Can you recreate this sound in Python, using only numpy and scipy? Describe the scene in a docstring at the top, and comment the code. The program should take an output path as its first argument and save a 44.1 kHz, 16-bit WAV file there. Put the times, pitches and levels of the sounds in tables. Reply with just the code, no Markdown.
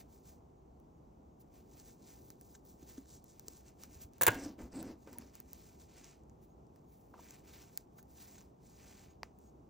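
"""A quiet room, knitting close to a phone's two closely spaced microphone ports, over a soft rumble.
Wool fibres rasp over wooden needles; the tips tick, knock and graze each other.
Midway a hand tugs at the yarn, something hard clatters on the table a little further off,
and the strand runs off the ball with a low rub. Near the end comes one dry click of wood on wood."""
import sys
import numpy as np
from scipy import signal
from scipy.fft import rfft, irfft
from scipy.io import wavfile
from scipy.ndimage import uniform_filter1d

SR = 44100
rng = np.random.default_rng(int(sys.argv[2]) if len(sys.argv) > 2 else 0)


def unload_audio(sound):
    """Save the sound as a 16-bit wav file, at the path given as the first command line argument."""
    columns = np.transpose(np.atleast_2d(sound))
    # keep every value between -1 and 1, then stretch to whole-number steps
    steps = np.round(np.clip(columns, -1, 1) * 32767)
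    wavfile.write(sys.argv[1], SR, steps.astype(np.int16))


N = 427329
TIME = np.arange(N) / SR
SIDES = np.array([[1], [-1]])  # sign of a side signal at the left and right port


def undb(db):
    """Decibels to gain."""
    return 10 ** (np.asarray(db) / 20)


def unit(x):
    """Scale to rms 1."""
    return x / np.sqrt(np.mean(x ** 2))


def along(points, hz):
    """Read (frequency [Hz], level [dB]) points on a log-frequency axis."""
    f, db = np.transpose(points)
    return np.interp(np.log(np.maximum(hz, 1)), np.log(f), db)


def colour(x, points, size=2048):
    """Minimum-phase filter with the given spectrum."""
    gain = undb(along(points, np.fft.rfftfreq(size, 1 / SR)))
    cepstrum = irfft(np.log(gain))
    cepstrum[1:size // 2] *= 2
    cepstrum[size // 2 + 1:] = 0
    impulse = irfft(np.exp(rfft(cepstrum)))
    return signal.fftconvolve(x, impulse)[:len(x)]


def band(x, lo_hz, hi_hz):
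    """Band-pass."""
    sos = signal.butter(2, [lo_hz, min(hi_hz, SR / 2 - 1)], "band", fs=SR, output="sos")
    return signal.sosfilt(sos, x)


def walk(rate):
    """Smooth random drift of rms 1, with `rate` new values a second."""
    hold = max(int(SR / rate), 1)
    steps = np.repeat(rng.standard_normal(N // hold + 1), hold)
    return unit(uniform_filter1d(steps, hold)[:N])


def fade(t60, size=16384):
    """Exponential decay, 60 dB in t60 seconds."""
    return np.exp(-np.log(1000) * TIME[:size] / t60)


def ring(hz, t60, size=16384):
    """One struck mode."""
    return np.sin(2 * np.pi * hz * TIME[:size]) * fade(t60, size)


def burst(t60, points, rough=1, size=16384):
    """A contact: a sharp push and a rough after-rattle, with the energy of 1 ms at full level."""
    push = rough * rng.standard_normal(size) * fade(t60, size)
    push[0] = 1
    x = colour(push, points)
    return x / np.sqrt(np.sum(x ** 2) * 1000 / SR)


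def slips(rate):
    """Fibres catching and letting go: `rate` random clicks a second, a few larger than the rest."""
    happens = rng.random(N) < rate / SR
    size_db = 2.2 * np.minimum(rng.exponential(size=N), 4)
    return happens * rng.standard_normal(N) * undb(size_db)


def add(out, s, x):
    """Mix a sound in at time s."""
    i = int(s * SR)
    out[..., i:i + x.shape[-1]] += x[..., :N - i]


# room air common to both ports: (frequency [Hz], level [dB])
AIR_SPECTRUM = [(20, -21.5), (45, -3), (65, 3.5), (97, -4), (130, -1.5), (165, -3), (290, -4.5),
                (390, -6.5), (560, -15.5), (800, -16), (1100, -24), (1700, -39), (4500, -45.5),
                (6300, -40.5), (9500, -47.5), (11500, -48), (15300, -38), (16200, -52.5)]
# room air between the ports: (frequency [Hz], side relative to mid [dB])
AIR_SIDE = [(100, -16.5), (300, -9), (500, -0.5), (800, 6), (1500, 0.5), (3000, -5.5), (8000, -8.5)]


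def ventilation(level_db=-61):
    """Ventilation rumbles all around the microphone, wavering a little."""
    side_spectrum = [(hz, db + along(AIR_SIDE, hz)) for hz, db in AIR_SPECTRUM]
    mid = colour(rng.standard_normal(N), AIR_SPECTRUM, size=8192)
    side = colour(rng.standard_normal(N), side_spectrum, size=8192)
    return (mid + side * SIDES) / np.std(mid) * undb(level_db + .5 * walk(11))


def hum(hz=64.5):
    """A low background hum, drifting in phase and level."""
    return np.sin(2 * np.pi * hz * TIME + 0.63 * walk(6)) * undb(-72 + 2.5 * walk(6.7))


# strength of the whine's pips: (time [s], level [dB])
WHINE_LEVELS = [(1.3, -87), (2.8, -76.5), (6.9, -81.5), (8, -70), (9.5, -73.5)]


def whine(hz=6605, first_s=.215, period_s=.3705):
    """A very faint high tone pulses evenly in the background."""
    level = undb(np.interp(TIME, *np.transpose(WHINE_LEVELS)))
    pips = np.maximum(np.cos(2 * np.pi * (TIME - first_s) / period_s), 0) ** 14
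    return level * pips * np.sin(2 * np.pi * hz * TIME)


def walls(x, t60_low, t60_high, wet_db, treble_db):
    """A small furnished room: a diffuse tail, shorter and weaker in the treble."""
    size = SR // 2
    noise = rng.standard_normal((3, size))
    noise = noise[0] + 0.29 * noise[1:]  # both ports hear nearly the same tail
    low = band(noise, 150, 4400) * fade(t60_low, size)
    high = undb(treble_db) * band(noise, 3500, 11000) * fade(t60_high, size)
    tail = (low + high) * np.clip(TIME[:size] / 0.0056, 0, 1)
    return undb(wet_db) * signal.fftconvolve(x[None], tail, axes=1)[:, :N]


# the room's answer to the clatter: (frequency [Hz], level [dB])
WASH_SPECTRUM = [(150, -14.5), (400, -5.5), (700, 2), (1100, -7), (1500, -3), (2500, -4), (3400, -2),
                 (5000, -7.5), (8000, -12), (15000, -20.5)]


def wash(x, gain_db=-47, t60=0.34):
    """The room answers the clatter with a soft, diffuse tail."""
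    size = SR // 2
    common, left, right = (unit(colour(rng.standard_normal(size), WASH_SPECTRUM)) for _ in range(3))
    envelope = fade(t60, size) * np.clip(TIME[:size] / 0.012, 0, 1)
    tail = (common + 0.32 * np.array([left, right])) * envelope
    return undb(gain_db) * signal.fftconvolve(x[None], tail, axes=1)[:, :N]


# the table top's deep modes: (frequency [Hz], level [dB], t60 [s])
DEEP_MODES = [(108, 0.5, 0.098), (185, -1.5, 0.057)]


def thump(rise_s=.004):
    """The whole table top gives under a contact, building over a few milliseconds."""
    body = sum(undb(db) * ring(hz, t60) for hz, db, t60 in DEEP_MODES)
    return body * (1 - np.exp(-TIME[:len(body)] / rise_s))


# the table's modes, damped by the hand that lies on it: (frequency [Hz], level [dB], t60 [s])
TABLE_MODES = [(332, -6, 0.06), (503, 6, .04), (713, -3.5, 0.04), (978, 4.5, 0.042), (1118, 3, .04),
               (1285, -8.5, .04), (1447, 2.5, 0.05), (1588, 3.5, 0.042), (1680, -0.5, 0.037),
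               (1880, -5, 0.021), (2105, -7.5, .04), (2244, -4.5, .045), (2670, -4.5, 0.033),
               (3430, -12.5, 0.04)]


def table_ring(lean_db, lag_s, detune=.02, scatter_db=2):
    """One blow at both ports; the middle modes arrive by reflection, later and weaker on the left."""
    out = np.zeros((2, SR // 2))
    spot = rng.standard_normal((len(TABLE_MODES), 2))  # each blow lands elsewhere and shifts the modes
    for (hz, db, t60), (shift, strength) in zip(TABLE_MODES, spot):
        reflected = 450 < hz < 1550
        mode = undb(db + scatter_db * strength) * ring(hz * (1 + detune * shift), t60, size=8192)
        mode = mode * rng.choice([-1, 1])
        add(out[0], reflected * lag_s, undb(-lean_db * reflected) * mode)
        add(out[1], 0, undb(lean_db * reflected) * mode)
    return out


# bright chatter of a hard contact: (frequency [Hz], level [dB])
RATTLE_SPECTRUM = [(400, -16.5), (1500, -12), (3800, -8), (5300, -17), (6500, -5.5), (8000, -5.5),
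                   (9800, 0.5), (12500, -1.5), (14900, 9.5), (16500, -7.5)]
# the board's dense modes, merged into a rough clack: (frequency [Hz], level [dB])
BOARD_SPECTRUM = [(60, -13.5), (280, -3.5), (500, 2.5), (800, -2.5), (1100, 0), (1600, -0.5), (2000, -4.5),
                  (2500, -2), (3300, -12.5), (4300, -20), (12000, -31.5)]
# hard contacts on the table: (time [s], rattle [dB], rattle length [s], blow gain [dB], thump [dB])
TABLE_CONTACTS = [(4.2112, -27, 0.016, -27.5, -55.5), (4.217, -24, .002, -31, -39),
                  (4.2215, -15.5, 0.0009, -34.5, -60), (4.2334, -20.5, 0.005, -32.5, -55),
                  (4.245, -38.5, .003, -41, -59.5), (4.253, -39, 0.0036, -44, -61),
                  (4.2665, -12, 0.002, -23.5, -48), (4.270, -16, 0.0022, -26, -55),
                  (4.2745, -29.5, 0.0043, -25.5, -55), (4.2789, -18, 0.004, -22.5, -55),
                  (4.2822, -27, .005, -16.5, -27), (4.2893, -39, .003, -27, -40.5)]


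def clatter():
    """Beyond the hands, each contact chatters brightly and shakes the table; the heavy ones thump."""
    out = np.zeros((2, N))
    t = TIME[:int(.05 * SR)]
    for s, rattle_db, length_s, blow_db, thump_db in TABLE_CONTACTS:
        direct, scattered = (unit(colour(rng.standard_normal(len(t)), RATTLE_SPECTRUM)) for _ in range(2))
        rattle = direct + undb(-16.5) * scattered * SIDES
        add(out, s, undb(rattle_db) * rattle * np.exp(-(t / length_s) ** 1.6))
        clack = burst(0.036, BOARD_SPECTRUM) + undb(-5.5) * burst(.04, BOARD_SPECTRUM) * SIDES
        add(out, s, undb(blow_db - 4) * clack)
        add(out, s, undb(blow_db - 12) * table_ring(lean_db=2.5, lag_s=0.00018))
        add(out, s, undb(thump_db) * thump())
    return out


# light rebounds on the table after the clatter: (time [s], level [dB])
BOUNCES = [(4.3056, -38), (4.318, -39), (4.3335, -46), (4.3452, -40.5), (4.352, -44)]


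def rebounds():
    """The fallen thing settles in a few quick, uneven bounces, as bright as the needles' ticks."""
    out = np.zeros(N)
    for s, db in BOUNCES:
        snap = burst(.009, TIP_SPECTRUM, rough=.55)
        ringing = undb(-6.5) * burst(.009, SHAFT_SPECTRUM, rough=.41)
        body = undb(-9.5) * burst(.015, WOOD_SPECTRUM, rough=.24)
        add(out, s, undb(db) * (snap + ringing + body))
    return out


# the click, direct to the microphone: (frequency [Hz], level [dB])
CLICK_SPECTRUM = [(300, -26), (450, -7), (880, 1), (1100, 0), (1400, -8), (2000, 1), (2900, -15),
                  (3600, -23), (4900, -8), (6500, -22.5), (9500, -37), (12500, -22), (15000, -27)]
# its afterwash from the room: (frequency [Hz], level [dB])
AFTERWASH_SPECTRUM = [(300, -10), (1200, -1.5), (2500, -5), (3600, -14), (6500, -10), (10000, -15)]


def click(at_s=9.2322):
    """One dry click of wood on wood, with a faint, even afterwash."""
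    out = np.zeros(N)
    add(out, at_s, undb(-32.5) * burst(0.0029, CLICK_SPECTRUM, rough=0.071))
    add(out, at_s, undb(-51.5) * burst(0.21, AFTERWASH_SPECTRUM))
    return out


# grazed needle shafts: (frequency [Hz], level [dB])
SCRAPE_SPECTRUM = [(700, -21.5), (1640, -5), (2500, -20), (3490, -7.5), (4600, -13.5), (5500, -8.5),
                   (6340, 1), (6900, -4.5), (7450, -4), (9500, -13), (15000, -19)]
# grazes near the microphone: (time [s], half width [s], level [dB])
GRAZES = [(1.738, .008, -68), (1.80, .005, -63), (1.86, 0.0064, -63.5), (1.896, .008, -63),
          (2.105, .012, -66), (2.19, .005, -67), (2.5528, 0.0047, -53), (2.829, 0.0049, -62.5),
          (2.979, 0.0053, -58.5), (3.058, .003, -67), (5.812, .005, -64), (7.207, .006, -65),
          (7.287, .004, -60.5), (7.495, .014, -66), (7.993, 0.0055, -63), (8.177, 0.0046, -62),
          (8.384, 0.0037, -58.5), (8.845, .005, -65), (9.015, .008, -65), (9.11, .008, -73)]


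def scrapes():
    """A tip grazes the other needle: a brief cluster of slips that rings the shafts."""
    pressure = np.zeros(N)
    t = TIME[:SR // 8] - 1 / 16
    for s, width_s, db in GRAZES:
        add(pressure, s + t[0], undb(db) * np.exp(-np.abs(t) / width_s))
    return pressure * unit(colour(slips(rate=6000), SCRAPE_SPECTRUM))


# needle across needle, close up: (time [s], level [dB], pitch [Hz], t60 [s])
NEEDLE_SCUFFS = [(4.592, -51, 2030, .1), (4.724, -57, 1980, 0.067), (5.073, -40, 550, 0.077),
                 (5.074, -54, 1600, 0.069), (7.140, -46, 1000, 0.13), (7.19, -48.5, 850, 0.075),
                 (7.984, -54.5, 1690, 0.07)]


def scuffs():
    """One needle scuffs across the other and chatters around one pitch."""
    out = np.zeros(N)
    for s, db, hz, t60 in NEEDLE_SCUFFS:
        spectrum = [(hz / 4, -18), (hz * 0.23, -7), (hz, 0), (hz * 1.35, -13), (hz * 8, -36)]
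        add(out, s, undb(db) * burst(t60, spectrum))
    return out


# close knocks: (time [s], level [dB], pitch [Hz], t60 [s], relative snap [dB])
DAMPED_KNOCKS = [(2.827, -39, 290, 0.027, -45), (2.98, -34.5, 268, 0.063, -45),
                 (3.483, -42.5, 430, 0.017, -40), (3.959, -42, 70, 0.092, -43),
                 (4.046, -36, 73, 0.061, -49), (4.459, -35, 304, 0.093, -41), (4.63, -37, 60, 0.14, -58),
                 (4.757, -33.5, 273, 0.1, -43), (5.158, -54.5, 950, 0.094, -30),
                 (5.197, -37, 242, 0.025, -40), (7.139, -47, 1380, 0.017, -18),
                 (7.142, -46.5, 1020, .016, -29), (7.18, -53, 1200, 0.032, -30),
                 (7.1944, -44.5, 946, 0.019, -30)]


def knocks():
    """Needles and hands knock: one mode, damped by fingers and wool, under a tiny bright snap."""
    out = np.zeros(N)
    snap = ring(4900, 0.0021) + undb(-8) * ring(12400, 0.0029)
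    for s, db, hz, t60, snap_db in DAMPED_KNOCKS:
        body = ring(hz, t60)
        body *= 1 - np.exp(-2 * hz * TIME[:len(body)])  # a cushioned push takes half a cycle to build
        add(out, s, undb(db) * (body + undb(snap_db) * snap))
    return out


# a needle's tip, shaft and wooden body, each: (frequency [Hz], level [dB])
TIP_SPECTRUM = [(4000, -34.5), (8000, -24), (10000, -7), (12000, -4), (15000, 4), (16500, -8.5)]
SHAFT_SPECTRUM = [(1500, -30.5), (3200, -22), (4500, -8), (5700, -3), (6800, -0.5), (8200, -5.5),
                  (10000, -12), (14000, -29.5)]
WOOD_SPECTRUM = [(400, -19.5), (900, -1.5), (1600, 1), (2400, -5.5), (3200, -11), (4800, -16.5),
                 (8000, -27), (14000, -34)]
# light touches near the microphone: (time [s], tip [dB], shaft [dB], body [dB])
TIP_TOUCHES = [(0.8, -61, -75, -80), (1.799, -52, -51, -78), (2.3033, -45, -50.5, -60),
               (2.412, -46.5, -60, -69), (2.6521, -53, -70, -81), (3.242, -49, -62, -76),
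               (3.396, -43, -49.5, -64), (3.483, -38, -38, -58), (3.836, -44, -43.5, -52.5),
               (4.135, -57, -61, -86), (4.1826, -52, -62.5, -65), (4.828, -38.5, -52, -51),
               (5.13, -46, -54.5, -59), (5.185, -33.5, -56, -57), (5.3537, -44, -53.5, -62),
               (5.402, -39, -57, -61), (5.532, -38, -52, -66), (6.044, -55, -49, -75),
               (6.236, -73, -71, -82.5), (6.297, -66.5, -63, -73), (6.668, -76.5, -72, -85),
               (6.7599, -59, -69, -70), (7.3081, -47, -49, -59), (7.7748, -27.5, -37.5, -51.5),
               (8.0285, -52, -66, -73), (8.4081, -60, -56, -61), (8.4138, -62, -58, -65),
               (9.388, -53, -70.5, -76)]


def ticks():
    """Needle tips and nails touch: the tip snaps, the shaft rings, the wooden body sounds longest."""
    out = np.zeros(N)
    for s, tip_db, shaft_db, body_db in TIP_TOUCHES:
        add(out, s, undb(tip_db) * burst(0.0039, TIP_SPECTRUM, rough=0.48))
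        add(out, s, undb(shaft_db) * burst(0.0058, SHAFT_SPECTRUM, rough=0.2))
        add(out, s, undb(body_db) * burst(0.026, WOOD_SPECTRUM, rough=0.24))
    return out


def gesture(start, length, swell_s, release_s, sag_db_per_s=8.5):
    """Speed of one hand movement: it swells, holds while easing a little, and dies away."""
    speed = np.zeros(N)
    near = slice(max(int((start - .5) * SR), 0), int((start + length + .5) * SR))
    t = TIME[near] - start
    swell = (1 + np.tanh(t / swell_s / 2)) / 2
    ebb = (1 - np.tanh((t - length) / release_s / 2)) / 2
    speed[near] = swell * ebb * undb(-sag_db_per_s * np.clip(t, 0, length))
    return speed


def wander(x, depth_db=1, rate=28):
    """The point of contact shifts, so three treble bands each swell and sink on their own."""
    edges_hz = np.geomspace(1500, 10000, 4)
    return x + sum(band(x, lo, hi) * (undb(depth_db * walk(rate)) - 1)
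                   for lo, hi in zip(edges_hz, edges_hz[1:]))


# wool close up: hissing fibres, the finest fibres, the tight strand, each: (frequency [Hz], level [dB])
FIBRE_SPECTRUM = [(900, -28), (2500, -23.5), (4000, -9.5), (5000, -8), (5900, -3.5), (6600, -4.5),
                  (7900, -4.5), (9700, -8), (12000, -22.5), (16000, -39.5)]
SHEEN_SPECTRUM = [(8000, -35.5), (9800, -14), (10900, -4), (13500, -1), (15400, 1.5), (16000, -22.5)]
DRAG_SPECTRUM = [(250, -6.5), (700, -1), (1400, -3), (2400, 0.5), (3300, -5), (5000, -5), (9000, -26)]


def rasp(hiss, drag, sheen):
    """Wool rubs in jerks: fibres hiss and scratch, the finest add sheen, the strand drags lower down."""
    fibres = undb(-2) * unit(colour(slips(rate=5000), FIBRE_SPECTRUM))
    scratch = unit(colour(slips(rate=500), SCRAPE_SPECTRUM)) * undb(-13 + 3.1 * walk(50))
    fine = unit(colour(slips(rate=6500), SHEEN_SPECTRUM))
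    coarse = unit(colour(slips(rate=5000), DRAG_SPECTRUM))
    jerks = undb(walk(90) + 0.95 * walk(25))
    rub = wander(hiss * (fibres + scratch) + drag * coarse)
    return jerks * (rub + sheen * fine)


# fast runs of the strand: (time [s], half width [s], lower pitch [Hz], lower band [dB], upper band [dB])
FAST_RUNS = [(4.40, .02, 5820, -56, -57), (4.44, .018, 5600, -53, -53.5), (4.476, 0.023, 5500, -64, -68),
             (4.728, 0.01, 5360, -63, -63), (4.765, 0.02, 4750, -63, -55.5), (4.803, 0.015, 4300, -59, -53),
             (4.872, 0.024, 5480, -66, -66)]


def zips(width_hz=1300, upper_hz=8120, fall_hz_per_s=7160):
    """At its fastest the strand sings in two narrow bands; the lower falls as the free length grows."""
    out = np.zeros(N)
    t = TIME[:SR // 4] - 1 / 8
    for s, width_s, hz, low_db, high_db in FAST_RUNS:
        low, high = (unit(band(rng.standard_normal(len(t)), 20, width_hz / 2)) for _ in range(2))
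        low *= undb(low_db) * np.sin(2 * np.pi * np.cumsum(hz - fall_hz_per_s * t) / SR)
        high *= undb(high_db) * np.sin(2 * np.pi * upper_hz * t)
        add(out, s + t[0], (low + high) * np.exp(-(t / width_s) ** 2))
    return out


# yarn drawn off the ball: (time [s], length [s], swell [s], low rub [dB], hiss [dB], drag [dB])
YARN_PULLS = [(4.306, 0.21, 0.0035, -45.5, -62.5, -59), (4.585, 0.092, 0.0033, -48, -67.5, -66),
              (4.734, 0.19, 0.0087, -45, -67, -62), (5.067, 0.23, .005, -59, -69.5, -69)]
# the strand's low rub: (frequency [Hz], level [dB])
RUB_SPECTRUM = [(30, -11), (60, -6.5), (150, -9.5), (220, -3.5), (285, 5), (400, -8), (600, -11.5),
                (1100, -23), (1700, -32.5), (4000, -48)]


def strand(hollow_hz=4100, echo_growth_per_s=2.4, echo_db=-8.5, ply_hz=93.3, ripple_db=1):
    """Pulled yarn rubs over ball and hand: a low flutter, a rasp with a falling hollow, short zips."""
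    low = hiss = drag = 0
    drawn_s = np.zeros(N)  # time since the latest pull began
    for start, length, swell_s, rub_db, hiss_db, drag_db in YARN_PULLS:
        speed = gesture(start, length, swell_s, release_s=0.019)
        low += undb(rub_db) * speed
        hiss += undb(hiss_db) * speed
        drag += undb(drag_db) * speed
        drawn_s = np.where(TIME > start - 3 * swell_s, np.maximum(TIME - start, 0), drawn_s)
    direct = rasp(hiss, drag, sheen=undb(2) * hiss)
    # the reflection off the receding hand leaves a hollow that sweeps down during each pull
    echo_s = (1 + echo_growth_per_s * drawn_s) / (2 * hollow_hz)
    echo = undb(echo_db) * np.interp(TIME - echo_s, TIME, direct)
    rasping = undb(-0.5) * (direct + echo)
    plies = undb(ripple_db * np.sin(2 * np.pi * ply_hz * TIME + 1.5 * walk(36)))
    rub = unit(colour(rng.standard_normal(N), RUB_SPECTRUM)) * undb(1.2 * walk(35))
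    return low * rub + plies * (rasping + zips())


# a needle pushing through a stitch, or wool sliding along it, close to the microphone:
# (time [s], length [s], swell [s], release [s], level [dB], relative drag [dB], relative sheen [dB])
STITCH_STROKES = [(0, 0.012, 0.0076, 0.0077, -58, -2.5, 4), (0.111, 0.06, 0.011, 0.025, -68.5, -15, 3),
                  (0.259, 0.071, .012, 0.016, -65, -12.5, 3), (1.402, 0.019, 0.0031, 0.0043, -71, -20, 10),
                  (1.533, 0.068, 0.0093, 0.018, -72, -4.5, 5), (1.719, 0.11, 0.028, 0.008, -67.5, -8, 3),
                  (1.855, 0.067, .008, .016, -65, -15, 1.5), (2.045, 0.11, 0.025, 0.017, -63.5, -9.5, 1),
                  (2.169, 0.16, .012, 0.012, -73, -14, 7), (2.415, 0.17, 0.022, 0.012, -73, -19, 4.5),
                  (2.658, 0.076, 0.0081, 0.025, -67.5, -28, 4), (2.794, 0.063, .012, 0.011, -77, -2, 9),
                  (2.878, 0.04, 0.0084, 0.013, -60, -10, 2), (2.937, 0.076, 0.0073, 0.027, -69.5, -5, 5),
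                  (3.082, 0.091, 0.013, 0.016, -61.5, -19, -2.5),
                  (3.275, 0.054, 0.02, 0.012, -66.5, -22, -3), (3.347, 0.1, 0.013, .013, -73, -7, 1),
                  (3.469, 0.12, 0.012, 0.025, -63.5, -11, 1.5), (3.664, 0.025, 0.011, 0.011, -61.5, -4, -1),
                  (3.801, 0.049, 0.01, 0.011, -60.5, -6.5, 3), (3.91, 0.08, 0.025, 0.012, -66, -6.5, 1),
                  (4.014, 0.02, 0.0075, 0.012, -58.5, -8.5, 7), (4.14, .15, 0.0097, .013, -78, -3, 0),
                  (5.015, 0.045, 0.017, .013, -73.5, -9.5, 2), (5.336, 0.077, 0.0092, 0.012, -69.5, -2, 2),
                  (5.486, 0.26, 0.018, 0.022, -67, -8, 1), (5.792, 0.05, 0.0069, .016, -64.5, -11, -1),
                  (5.909, 0.11, 0.018, .012, -67, -3, -3), (6.037, 0.11, .01, .019, -66, -3, -4),
                  (6.426, 0.025, 0.0063, 0.0084, -78, -6, 12), (6.487, 0.021, .008, 0.011, -88, -10, 7),
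                  (6.755, 0.028, .01, .013, -81, -5, 4), (6.873, 0.28, 0.017, 0.034, -84.5, -9, 12),
                  (7.199, 0.19, 0.019, 0.019, -67.5, -2.5, 3), (7.468, 0.21, .014, 0.033, -65.5, -1.5, 1.5),
                  (7.733, 0.083, .014, .013, -68.5, -9, 2), (7.981, 0.022, 0.0077, 0.0067, -66, -8.5, 10.5),
                  (8.097, 0.07, 0.0083, .013, -73.5, -12, 8), (8.164, 0.15, .009, 0.012, -63, -8.5, 2),
                  (8.329, 0.11, 0.015, 0.024, -68.5, -5.5, 2), (8.631, 0.15, .013, 0.013, -72.5, -11, 0),
                  (8.782, .28, 0.014, 0.0083, -67.5, -2.5, -1), (9.074, 0.054, .012, 0.011, -75.5, 2, 1.5),
                  (9.419, 0.06, 0.019, 0.015, -75, -13, 2)]


def wool(fabric_db=-15, fabric_spread_s=0.16):
    """Stitches slide over the needles, stroke by stroke; loose fabric follows and stray fibres snag."""
    hiss, drag, sheen = undb(-94.5), undb(-97), undb(-95.5)  # resting fingers still stir the wool
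    for start, length, swell_s, release_s, db, drag_db, sheen_db in STITCH_STROKES:
        speed = undb(db) * gesture(start, length, swell_s, release_s)
        hiss += speed
        drag += undb(drag_db) * speed
        sheen += undb(sheen_db) * speed
    # the loose knitting starts to move sooner than a stroke and settles later
    spread = int(fabric_spread_s * SR)
    hiss, drag, sheen = (x + undb(fabric_db) * uniform_filter1d(x, spread) for x in (hiss, drag, sheen))
    snag_level = undb(-53.5) * (hiss / hiss.max()) ** 0.59  # louder during a stroke
    snags = snag_level * colour(slips(rate=17), SHAFT_SPECTRUM)
    return rasp(hiss, drag, sheen) + snags


def scene():
    """Hands near the microphone, the table a little further off, the room all around."""
    hands = wool() + strand() + ticks() + knocks() + scuffs() + scrapes()
    table = clatter() + rebounds()
    reflections = walls(hands, t60_low=0.14, t60_high=0.1, wet_db=-41.5, treble_db=-3)
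    return hands + click() + table + reflections + wash(table.mean(0)) + ventilation() + hum() + whine()


def record(dry):
    """At the phone the treble reaches the right port a moment earlier; the top is cut at 16.3 kHz."""
    hz = np.fft.rfftfreq(N, 1 / SR)
    lag_s = np.interp(hz, [4800, 9000], [0, 43e-6])
    ports = irfft(rfft(dry) * np.exp(-1j * np.pi * hz * lag_s * SIDES), N)
    top_cut = signal.ellip(10, .2, 80, 16300, fs=SR, output="sos")
    return signal.sosfilt(top_cut, ports)


dry = scene()
out = record(dry)
unload_audio(out)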